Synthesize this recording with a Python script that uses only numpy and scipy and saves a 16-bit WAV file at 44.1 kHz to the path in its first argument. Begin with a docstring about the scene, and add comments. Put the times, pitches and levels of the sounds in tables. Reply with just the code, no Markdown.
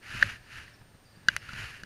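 """Fly rod false casts on a canal bank

Heard from a small camera worn on the chest. The line rasps through the rod rings on each stroke,
the reel knocks and ticks, and the sleeve and moving air rumble.
Behind it: quiet open air, a faint distant bird and a thin electronic whine."""
import sys
import numpy as np
from scipy import signal
from scipy.fft import rfft, irfft, next_fast_len
from scipy.io import wavfile
from scipy.ndimage import uniform_filter1d

SR = 44100
rng = np.random.default_rng(int(sys.argv[2]) if len(sys.argv) > 2 else 0)


def output_pcm(signal):
    """Save a mono or channel-first signal as 16-bit PCM at the path in sys.argv[1].

    Samples are clipped to [-1, 1] before scaling.
    """
    pcm = np.clip(np.atleast_2d(signal).T, -1, 1) * 32767
    wavfile.write(sys.argv[1], SR, np.round(pcm).astype(np.int16))


N = 81585

# rod resonances, for line rasp and knock tails: f/Hz, relative level/dB
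ROD_SPECTRUM = [(250, -25), (600, -19), (800, -15), (1100, -14), (1400, -1.5), (1750, 1), (2100, -5.5),
                (2350, -3), (2880, -3), (3300, -15.5), (4550, -16), (5400, -20), (6600, -20), (8200, -30.5),
                (9700, -25), (11500, -26.5), (12800, -39.5), (15000, -44.5)]


def undb(db):
    return 10 ** (np.asarray(db) / 20)


def unit(x):
    """Scale to rms 1."""
    return x / np.sqrt(np.mean(x ** 2))


def curve(rows):
    """Join (t/s, value) rows by straight lines."""
    return np.interp(np.arange(N) / SR, *np.array(rows).T)


def colour(x, spectrum):
    """Minimum-phase filter from (f/Hz, level/dB) rows; output rms 1."""
    hz, db = np.array(spectrum).T
    size = 2 * next_fast_len(N)
    bins_hz = np.maximum(np.fft.rfftfreq(size, 1 / SR), 1)
    gain = undb(np.interp(np.log(bins_hz), np.log(hz), db))
    cepstrum = irfft(np.log(gain))
    cepstrum[size // 2:] = 0
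    return unit(irfft(rfft(x, size) * np.exp(2 * rfft(cepstrum)))[:N])


def noise(spectrum):
    """Coloured noise, rms 1."""
    return colour(rng.standard_normal(N), spectrum)


def wander(rate_hz):
    """Smoothed random steps, rms 1."""
    hold = int(SR / rate_hz)
    steps = rng.standard_normal(N)[np.arange(N) // hold]
    return unit(uniform_filter1d(uniform_filter1d(steps, hold), hold))


def since(start_s):
    """Seconds after the start, zero before."""
    return np.maximum(np.arange(N) / SR - start_s, 0)


def sine(hz, age_s):
    return np.sin(2 * np.pi * hz * age_s)


def fade(age_s, t60_s):
    """Exponential decay from contact."""
    return (age_s > 0) * np.exp(-np.log(1000) * age_s / t60_s)


def swell(age_s, rise_s, shape):
    """Reaches 1 at rise_s, then decays."""
    return (age_s / rise_s * np.exp(1 - age_s / rise_s)) ** shape


def open_air():
    """Steady, dull outdoor noise."""
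    # f/Hz, relative level/dB
    air_spectrum = [(15, -58), (25, -3), (55, -22.5), (116, -13.5), (209, -16), (433, -20), (631, -21),
                    (782, -22.5), (1270, -24.5), (1850, -29), (4620, -32.5), (8580, -39.5), (15500, -46.5)]
    return undb(-61) * noise(air_spectrum)


def camera_whine():
    """Thin, steady electronic tones."""
    # f/Hz, rms level/dB
    tones = [(8781, -75.5), (14625, -80), (14655, -89)]
    return sum(np.sqrt(2) * undb(db) * sine(hz, since(0)) for hz, db in tones)


def bird():
    """Distant gliding, fluttering notes, scattered by trees."""
    # t/s, length/s, start f/Hz, target f/Hz, level/dB, glide time constant/note length
    notes = [(0.732, .025, 5300, 5500, -60, 0.83), (0.786, 0.013, 5800, 4600, -65.5, .9),
             (1.038, .055, 7400, 4600, -62.5, .15), (1.093, 0.051, 5350, 4000, -63.5, .7),
             (1.152, 0.037, 4630, 4930, -63, .9), (1.37, 0.037, 5800, 4880, -60, 0.77)]
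    flutter_db, scatter_db = 3, -6
    song, waver = np.zeros(N), 1 + .022 * wander(600)
    for start_s, length_s, from_hz, to_hz, db, glide in notes:
        progress = np.minimum(since(start_s) / length_s, 1)
        hz = (to_hz + (from_hz - to_hz) * np.exp(-progress / glide)) * waver
        envelope = np.sqrt(np.abs(np.sin(np.pi * progress)))
        song += undb(db) * envelope * np.sin(2 * np.pi * np.cumsum(hz) / SR)
    song *= unit(undb(flutter_db * wander(150)))
    echoes = rng.standard_normal(N) * fade(since(0), t60_s=.4)
    return song + undb(scatter_db) * signal.fftconvolve(song, echoes / np.linalg.norm(echoes))[:N]


def jacket():
    """Sleeve and air buffet as the arm swings; now and then the cloth flaps."""
    # buffeting envelope: t/s, relative level/dB
    swing = [(0, -62), (.06, -67.5), (.11, -52), (.2, -47.5), (.24, -42.5), (.3, -51.5), (.35, -54),
             (.45, -67.5), (.57, -53), (.7, -62.5), (1.03, -71), (1.25, -60), (1.35, -50.5), (1.41, -58.5),
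             (1.53, -54), (1.63, -47.5), (1.77, -61.5), (1.85, -54)]
    # f/Hz, relative level/dB
    buffet_spectrum = [(25, -7.5), (55, -5.5), (85, -2.5), (115, 2.5), (160, -12.5), (230, -14), (330, -20),
                       (600, -27.5), (1300, -55)]
    # f/Hz, relative level/dB
    rustle_spectrum = [(100, -1), (230, 5), (400, -9.5), (1800, -9), (6000, -35), (15000, -44.5)]
    # t/s, level/dB, f/Hz
    flaps = [(0.149, -40.5, 189), (0.811, -44, 138), (.945, -47, 113), (1.17, -49, 178.2)]
    out = noise(buffet_spectrum) * undb(curve(swing) + 3)
    rustle = undb(-11) * noise(rustle_spectrum)
    for start_s, db, hz in flaps:
        age_s = since(start_s)
        out += undb(db) * swell(age_s, rise_s=.0038, shape=.87) * (sine(hz, age_s) + rustle)
    return out


def reel():
    """Each knock: sharp crack, hollow ring with short side modes, low thump, faint tail."""
    # t/s, ring level/dB, ring f/Hz, ring rise/s, side mode gain/dB, side mode tilt/(dB/octave),
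    # crack peak/dB, thump level/dB, thump f/Hz
    knocks = [(0.2257, -4, 1685, 0.0016, -20, -5.5, -51, -42.5, 112),
              (0.229, -11, 1760, 0.0013, -31.5, -5, -42, -42.5, 112),
              (.679, -42, 1890, 0.0017, -57, 2, -62, -60, 120),
              (1.2846, -7, 1577, 0.0023, -14, 0, -20, -27, 165),
              (1.3649, -18.5, 1760, 0.00048, -29.5, -3, -12.5, -36, 104),
              (1.4898, -33, 1420, 0.0028, -41, -7, -55, -36.5, 101),
              (1.533, -33.5, 1450, 0.00089, -38, -2, -46, -30.5, 150),
              (1.8344, -32.5, 1650, 0.0016, -42.5, 6.5, -35.5, -33, 150)]
    # reel and rod: f/Hz, relative level/dB, t60/s
    side_modes = [(569, -30.5, 0.064), (2017, -4.5, 0.025), (2876, -3.5, 0.032), (3393, -11, 0.03),
                  (3995, -1, 0.015), (4590, 2.5, .012), (5120, -3, 0.0088), (5940, 2.5, 0.0053),
                  (6910, -3.5, .006), (9600, -10, 0.0035)]
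    # f/Hz, relative level/dB
    crack_spectrum = [(400, -14.5), (900, -26.5), (1400, 5), (2800, 5.5), (3500, -24), (4500, -14),
                      (6200, -6), (8000, -23), (8800, -13), (11500, -16), (15000, -37.5)]
    pivot_hz, mode_rise_s = 3240, .0006
    out, tail = np.zeros(N), undb(-31) * noise(ROD_SPECTRUM)
    for start_s, ring_db, ring_hz, rise_s, modes_db, tilt, crack_db, thump_db, thump_hz in knocks:
        age_s = since(start_s)
        ring = swell(age_s, rise_s, shape=2.2) * sine(ring_hz, age_s)
        out += undb(ring_db) * (ring + tail * fade(age_s, t60_s=.046))
        onset = 1 - np.exp(-(age_s / mode_rise_s) ** 2)
        for hz, db, t60_s in side_modes:
            gain = undb(modes_db + db + tilt * np.log2(hz / pivot_hz))
            out += gain * onset * fade(age_s, t60_s) * sine(hz, age_s)
        impulse = np.diff(1. * (age_s > 0), prepend=0)
        grit = .1 * fade(age_s, t60_s=.0059) * rng.standard_normal(N)
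        crack = colour(impulse + grit, crack_spectrum)
        out += undb(crack_db) * crack / np.abs(crack).max()
        out += undb(thump_db) * fade(age_s, t60_s=.026) * sine(thump_hz, age_s)
    return out


def fly_line():
    """Tiny catches of the line on the rings excite the rod: narrow rub when slow, rasp when fast."""
    # rasp envelope: t/s, level/dB
    first_haul = [(0, -84), (.022, -69), (.03, -55), (.06, -49), (.11, -44), (.21, -37.5), (.295, -40),
                  (.34, -46.5), (.39, -62), (.44, -63.5)]
    # t/s, level/dB
    return_run = [(.48, -57.5), (.52, -49), (.56, -44), (.6, -45), (.66, -56.5), (.71, -58.5), (.75, -67),
                  (.82, -76), (.9, -84.5)]
    # t/s, level/dB
    second_haul = [(1.2, -74), (1.28, -66), (1.3, -47.5), (1.35, -47.5), (1.395, -60), (1.44, -50.5),
                   (1.52, -47.5), (1.57, -40.5), (1.62, -39), (1.7, -46), (1.77, -50.5), (1.85, -65)]
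    # gently rubbed rod: f/Hz, relative level/dB
    rub_spectrum = [(600, -35.5), (1350, -13), (1750, -0.5), (2150, -13), (2900, -11.5), (3400, -20),
                    (4550, -13), (6000, -23.5), (12000, -49.5)]
    catches_per_s, spread_db, flicker_db = 14000, 1.82, 1.14
    treble_hz, full_run_db = 5300, -39.5
    run_db = curve(first_haul + return_run + second_haul)
    below_full_db = full_run_db - run_db
    catches = (rng.random(N) < catches_per_s / SR) * rng.standard_normal(N)
    catches *= undb(spread_db * rng.exponential(size=N))
    rasp = colour(catches, ROD_SPECTRUM)
    # treble and rub fade more slowly than the rest of the rasp
    treble = signal.sosfiltfilt(signal.butter(2, treble_hz, "high", fs=SR, output="sos"), rasp)
    rasp += treble * (undb(.12 * below_full_db) - 1)
    rub = noise(rub_spectrum) * undb(-50 - .5 * below_full_db)
    return (rasp * undb(run_db) + rub) * undb(flicker_db * wander(65))


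def scene():
    return (fly_line() + reel() + jacket() + bird() + camera_whine() + open_air())[None]


def record(dry):
    """The camera's steep low-pass."""
    cutoff_hz = 15500
    return signal.sosfilt(signal.ellip(8, .2, 70, cutoff_hz, fs=SR, output="sos"), dry)


dry = scene()
out = record(dry)
output_pcm(out)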